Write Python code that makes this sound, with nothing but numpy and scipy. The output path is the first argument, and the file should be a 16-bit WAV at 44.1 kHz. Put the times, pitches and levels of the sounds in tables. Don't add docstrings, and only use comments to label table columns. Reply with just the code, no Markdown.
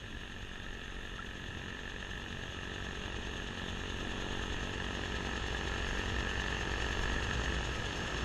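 import sys
import numpy as np
from scipy import signal
from scipy.fft import rfft, irfft, next_fast_len
from scipy.io import wavfile
from scipy.ndimage import uniform_filter1d, map_coordinates

SR = 44100
rng = np.random.default_rng(int(sys.argv[2]) if len(sys.argv) > 2 else 0)


def boost(x):
    u = np.asarray(x, float) / 20
    return 10 ** u


def put_to_file(sound):
    columns = np.atleast_2d(sound).T
    safe = np.clip(columns, -1, 1)
    whole_steps = np.round(safe * 32767)
    wavfile.write(sys.argv[1], SR, whole_steps.astype(np.int16))


N = 363384


def unit(x):
    return x / np.sqrt(np.mean(x ** 2) + 1e-20)


def curves(rows):
    s, *cols = np.transpose(rows)
    return [np.interp(np.arange(N) / SR, s, c) for c in cols]


def wobble(rate):
    knots = rng.standard_normal(int(N * rate / SR) + 4)
    return unit(map_coordinates(knots, [np.arange(N) * rate / SR]))


def hump(s, length):
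    return np.cos(np.pi * np.clip((np.arange(N) / SR - s) / length, -.5, .5)) ** 2


def ramp(s, length):
    return np.clip((np.arange(N) / SR - s) / length + .5, 0, 1)


def slope(points):
    f, db = np.transpose(points)
    return lambda hz: np.interp(np.log(hz + 1), np.log(f + 1), db)


def bumps(rows):
    return lambda hz: sum(db / (1 + ((hz - centre) / width) ** 2) for centre, width, db in rows)


def coloured(x, db_at):
    m = 2 * next_fast_len(N // 2 + 8192)
    cepstrum = irfft(np.log(boost(db_at(np.fft.rfftfreq(m, 1 / SR)))), m)
    cepstrum[1:m // 2] *= 2
    cepstrum[m // 2 + 1:] = 0
    return irfft(rfft(x, m) * np.exp(rfft(cepstrum)), m)[:N]


def noise(patchy_db):
    z = signal.stft(rng.standard_normal(N + 512), nperseg=512)[2]
    field = uniform_filter1d(rng.standard_normal(z.shape), size=6, axis=0)
    field = uniform_filter1d(field, size=10, axis=1)
    return unit(signal.istft(z * boost(patchy_db * unit(field)), nperseg=512)[1][:N])


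def strokes(phase, jitter_ms, scatter_db):
    at = np.flatnonzero(np.diff(np.floor(phase)) > 0)
    chance = rng.standard_normal((len(at), 2))
    delay = np.round(chance[:, 0] * jitter_ms * SR / 1000).astype(int)
    at = np.clip(at + delay, 0, N - 1)
    return np.bincount(at, boost(scatter_db * chance[:, 1]), N)


def dying(x, t60):
    return signal.lfilter([1], [1, -boost(-60 / (t60 * SR))], x)


# t/s, blade rate f/Hz
RUNNING = [(0.0, 46.563), (1.2, 46.357), (2.0, 46.662), (3.2, 46.946), (4.3, 46.574), (5.3, 46.949),
           (7.5, 47.174), (8.24, 47.015)]
# middle t/s, length t/s, deepest sag of blade rate f/Hz
BITES = [
    (1.601, 0.431, 1.38),
    (2.464, 0.472, 1.272),
    (3.618, 0.705, 1.256),
    (7.935, 0.653, 1.025),
]
BLADE_HZ = 46.7


def driveline():
    speed = curves(RUNNING)[0] - sum(sag * hump(s, length) for s, length, sag in BITES)
    return .016 + np.cumsum(speed) / SR, speed - BLADE_HZ


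def firing_cycle(passes):
    firings_per_blade = 1.22755
    return 2 * np.pi * (firings_per_blade * passes - .385) / 6


# t/s, nearness level/dB, chute mouth turned to the listener level/dB
APPROACH = [(0.0, -53, 2.5), (0.5, -52, 4), (1.25, -51, 3), (1.75, -49.5, 3), (2.5, -48, 1.5),
            (3.0, -46.5, 1.5), (3.75, -45.5, -0.5), (4.25, -43.5, -1), (4.75, -43.5, 0.1),
            (5.25, -42, -0.4), (6.0, -41.5, 1.5), (6.75, -41, 2), (7.05, -40.5, 1), (7.4, -40.5, 0.5),
            (7.8, -42, -0.5), (8.24, -40.5, -1.3)]
CLOSEST_DB = -41


def approach():
    return curves(APPROACH)


# f/Hz, spectral density level/dB per Hz
YARD_SPECTRUM = [(100, -31.5), (180, -2), (280, 1), (400, -18.5), (1500, -23.5), (2800, -18), (3300, -12),
                 (3850, -16), (4200, -37), (6000, -59)]


def yard():
    return boost(-56 + 1.4 * wobble(1.66)) * unit(coloured(noise(patchy_db=3.0), slope(YARD_SPECTRUM)))


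# t/s, level/dB
WIND = [(0.0, -50), (0.75, -50.5), (1.05, -49), (2.0, -52.5), (2.3, -49.5), (3.5, -49), (4.4, -45.5),
        (5.4, -53), (5.95, -43.5), (6.6, -51), (7.0, -42), (7.35, -54), (7.75, -45), (8.24, -56)]
# f/Hz, spectral density level/dB per Hz
GUST_SPECTRUM = [(5, -7), (15, 8), (35, 4.5), (50, 4.5), (90, -43)]


def wind():
    gust = unit(coloured(noise(patchy_db=0.6), slope(GUST_SPECTRUM)))
    return boost(curves(WIND)[0] + 1.0) * gust


# f/Hz, spectral density level/dB per Hz
DRONE_SPECTRUM = [(30, -38), (60, 5.5), (100, 3.5), (150, -3.5), (220, -14), (400, -48.5)]
DRONE_DB, DRONE_GROWS = -46, 0.6
DRONE_DB_PER_HZ, DRONE_SWING_DB = 1.9, 1.6
FLANK_S, FLANK_LENGTH_S, FLANK_DB = 7.46, 1.47, 7.5


def drone():
    near_db = approach()[0] - CLOSEST_DB
    level_db = DRONE_DB + DRONE_GROWS * near_db - DRONE_DB_PER_HZ * driveline()[1]
    level_db = level_db + DRONE_SWING_DB * wobble(4.1) + FLANK_DB * hump(FLANK_S, FLANK_LENGTH_S)
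    return boost(level_db - 1.5) * unit(coloured(noise(patchy_db=0.4), slope(DRONE_SPECTRUM)))


# t/s, peak level/dB, f/Hz, t60/s
STONE = [
    (1.1903, -22, 1370, 0.035),
]


def stone():
    out, t = np.zeros(N + SR), np.arange(SR // 4) / SR
    for s, db, hz, t60 in STONE:
        envelope = boost(db - 60 * t / t60) * (1 - np.exp(-t / 0.0036))
        out[round(s * SR):][:len(t)] += envelope * np.sin(2 * np.pi * hz * t)
    return 0.52 * out[:N]


# multiple of a sixth of the firing rate, level/dB
EXHAUST = [(2, -25), (3, -19), (4, -10), (5, -21), (6, 6.5), (7, -8), (8, -20), (9, -15), (12, -5),
           (18, -10.5)]
NOTE_DB, NOTE_GROWS = -44.5, 0.78
NOTE_DB_PER_HZ, NOTE_LUG_DB = 8, -8


def exhaust():
    passes, spare_hz = driveline()
    cycle = firing_cycle(passes)
    note_db = NOTE_DB + NOTE_GROWS * (approach()[0] - CLOSEST_DB)
    note_db = note_db + np.maximum(NOTE_DB_PER_HZ * spare_hz, NOTE_LUG_DB)
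    note = 0
    for multiple, db in EXHAUST:
        weak = multiple != 6
        level = boost(db + weak * 1.3 * wobble(1.8))
        note = note + level * np.cos(multiple * cycle + weak * 1.2 * wobble(1.38))
    return np.sqrt(2) * boost(note_db - 7.0) * note


# f/Hz, spectral density level/dB per Hz
ROAR_SPECTRUM = [(800, -45.5), (1600, -2.5), (2400, 1), (3400, 6.5), (3900, 1.5), (4400, -8), (5200, -40),
                 (7000, -35.5)]
# f/Hz, spectral density level/dB per Hz
HISS_SPECTRUM = [(3000, -22), (4500, 0), (6500, 3), (7500, -7.5), (9000, -21.5), (11000, -13.5),
                 (12500, -25), (14000, -24)]
ROAR_DB, ROAR_GROWS, ROAR_HIDDEN = -44, 0.66, 0.77
HISS_DB, HISS_GROWS, HISS_LATE_DB_PER_S = -54.5, 0.68, 0.64


def plume():
    near_db, facing_db = approach()
    near_db = near_db - CLOSEST_DB
    roar_db = ROAR_DB + ROAR_GROWS * near_db - ROAR_HIDDEN * facing_db
    hiss_db = HISS_DB + HISS_GROWS * near_db + HISS_LATE_DB_PER_S * (np.arange(N) - N) / SR
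    cycle = firing_cycle(driveline()[0])
    beat = np.cos(cycle + .3) + 0.7 * np.cos(2 * cycle + 0.19) + 0.78 * np.cos(3 * cycle + .5)
    surge = wobble(11)
    roar = boost(1.44 * beat + 0.22 * surge) * noise(patchy_db=1.0)
    hiss = boost(1.3 * beat + 0.1 * surge + 0.21 * wobble(30)) * noise(patchy_db=0.83)
    roar = boost(roar_db - 4.5) * unit(coloured(roar, slope(ROAR_SPECTRUM)))
    return roar + boost(hiss_db + 4.5) * unit(coloured(hiss, slope(HISS_SPECTRUM)))


PAST_S, PAST_LENGTH_S = 7.72, 0.36
PAST_DB, WASH_DB = -3.5, 1
# f/Hz, spectral density level/dB per Hz
BOOM_SPECTRUM = [(60, -36), (120, -3.5), (200, 1.5), (300, -2.5), (420, -0.5), (560, -3), (900, -6.5),
                 (1150, -6), (1500, -11.5), (3000, -55.5)]
# f/Hz, spectral density level/dB per Hz
CRACK_SPECTRUM = [(500, -42), (1000, -25.5), (1400, 8), (2000, 3), (3000, 5), (4500, -18.5), (8000, -57)]
# f/Hz, spectral density level/dB per Hz
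RING_SPECTRUM = [(700, -34), (1400, -17), (1650, -3.5), (1850, -3.5), (2100, -13.5), (3000, -10),
                 (4500, -22), (8000, -62)]
RING_AIMED = 0.38


def slaps(phase):
    near_db, facing_db = approach()
    crack_db = near_db + facing_db
    past = ramp(PAST_S, PAST_LENGTH_S)
    slap = strokes(phase, jitter_ms=.1, scatter_db=1.1)
    spray = unit(dying(slap, t60=.014) * noise(patchy_db=1.1))
    boom = 0.38 * spray + 1.06 * noise(patchy_db=0.0)
    churn = 0.21 * spray + 1.22 * noise(patchy_db=1.0)
    ring = .88 * unit(slap) + .27 * spray
    ring_db = crack_db - 10.5 + RING_AIMED * facing_db + PAST_DB * past
    return (boost(near_db - 4 + WASH_DB * past) * unit(coloured(boom, slope(BOOM_SPECTRUM)))
            + boost(crack_db - 8.0 + WASH_DB * past) * unit(coloured(churn, slope(CRACK_SPECTRUM)))
            + boost(ring_db) * unit(coloured(ring, slope(RING_SPECTRUM))))


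def pressure_pulse(suck_ms, push_ms, push, edge_ms):
    ms = np.arange(-400, 401) * 1000 / SR
    step = lambda at: .5 + .5 * np.tanh((ms - at) / edge_ms)
    return push * (step(0) - step(push_ms)) - np.exp(np.minimum(ms, 0) / suck_ms) * (1 - step(0))


EDGE_FADES, EDGE_HZ, THUD_HZ = 0.37, 550, 307
THUD_DB, THUD_LOST_DB, THUD_LOST_S = 2, -6, 5.3


def travelled(pulse, near_db):
    thud = signal.filtfilt(*signal.butter(2, THUD_HZ, fs=SR), pulse)
    edge = signal.filtfilt(*signal.butter(2, EDGE_HZ, "high", fs=SR), pulse)
    thud_gain = boost(THUD_DB + THUD_LOST_DB * ramp(THUD_LOST_S, 1.2))
    edge_gain = boost(EDGE_FADES * (near_db - CLOSEST_DB) + 0.9)
    return pulse + (thud_gain - 1) * thud + (edge_gain - 1) * edge


# f/Hz, width/Hz, level/dB
CHUTE_MODES = [(235, 7.7, 1.5), (291, 10.4, -1), (425, 35.4, 10), (490, 17, -6), (820, 28, 7.5),
               (976, 69, 8)]


def blade_pulses(phase):
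    near_db = approach()[0]
    puff = strokes(phase, jitter_ms=.05, scatter_db=1.1)
    shape = pressure_pulse(suck_ms=.75, push_ms=1.7, push=.9, edge_ms=.13)
    pulse = coloured(signal.fftconvolve(puff, shape, "same"), bumps(CHUTE_MODES))
    echo = np.pad(uniform_filter1d(pulse, size=30), (round(0.00717 * SR), 0))[:N]
    pulse = pulse - 0.27 * echo
    throb = 0.13 * boost(1.4 * wobble(2.7)) * np.cos(4 * np.pi * (phase - .14))
    pulse = boost(PAST_DB * ramp(PAST_S, PAST_LENGTH_S)) * travelled(pulse, near_db)
    return boost(near_db + 6.5) * (pulse + throb)


def blower():
    phase = driveline()[0] + .085
    return blade_pulses(phase) + slaps(phase)


def scene():
    return (yard() + wind() + drone() + stone() + exhaust() + plume() + blower())[None]


CASE_HZ = [1290, 1460, 1750, 2080, 2300, 2800, 3080, 3720, 4800, 5230, 5440, 5850, 6220, 7550, 8420, 8950,
           9700, 10600, 11180, 11930, 12850]
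# width/Hz, level/dB
CASE_SHAPE = [(42.3, 7), (24.4, -16), (139, 10), (66, -5), (51, -9), (234, 5), (57, -3), (83, -0.5),
              (190, -11), (90, -10), (80, 1), (153, -19.5), (130, 2.5), (114, -5.5), (110, -1), (80, 0),
              (250, -9), (400, -4), (120, -8.5), (160, -8.5), (110, -6)]
# f/Hz, width/Hz, level/dB
AHEAD = [(2130, 60, -3), (3530, 120, 2.5), (5870, 88, 5.5), (6580, 150, 2), (7350, 130, -2.5)]
# f/Hz, width/Hz, level/dB
BESIDE = [(3740, 56, -3.5), (4600, 260, 3.5), (5260, 140, 5.5)]
SWING_S, SWING_LENGTH_S = 4.7, 1.1


def hard_case(x):
    case = [(hz, *shape) for hz, shape in zip(CASE_HZ, CASE_SHAPE)]
    side = ramp(SWING_S, SWING_LENGTH_S)
    return (1 - side) * coloured(x, bumps(case + AHEAD)) + side * coloured(x, bumps(case + BESIDE))


# f/Hz, spectral density level/dB per Hz
SELF_NOISE = [(2000, -5.5), (5000, -4), (9000, -9), (13000, -20), (16000, -22)]


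def microphone(x):
    heard = signal.lfilter(*signal.butter(1, 5, "high", fs=SR), x)
    return heard + boost(-71.0) * unit(coloured(rng.standard_normal(N), slope(SELF_NOISE)))


# f/Hz, level/dB against the mean treble
TREBLE_GATE = [(5000, -30), (7000, -1), (8300, -1), (9700, -4), (11500, -4), (12000, -2), (12600, -1), (12900, 9),
               (13500, 9)]


def gated(x):
    hz, _, z = signal.stft(x, SR, nperseg=2048)
    patch = uniform_filter1d(uniform_filter1d(np.abs(z) ** 2, size=4, axis=0), size=3, axis=1)
    treble = uniform_filter1d(patch[(hz > 8000) & (hz < 12000)].mean(0), size=30)
    bands = rng.standard_normal((len(hz) // 24 + 1, z.shape[1])).repeat(24, axis=0)[:len(hz)]
    offset_db = 2.5 * unit(uniform_filter1d(bands, size=5, axis=1))
    swing_db = 3.5 * unit(uniform_filter1d(rng.standard_normal(z.shape[1]), size=2))
    strain_db = 7 * np.log10(treble / np.median(treble)) - 1.5
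    offset_db += (hz[:, None] > 11800) * (swing_db + strain_db)
    keep = patch > treble * boost(slope(TREBLE_GATE)(hz)[:, None] + offset_db) ** 2
    return signal.istft(z * keep, SR, nperseg=2048)[1][:N]


def band_limit(x):
    return signal.sosfilt(signal.butter(12, 13440, fs=SR, output="sos"), x)


def record(dry):
    heard = microphone(hard_case(dry[0]))
    mix = gated(heard)[None]
    return band_limit(mix)


dry = scene()
out = record(dry)
put_to_file(out)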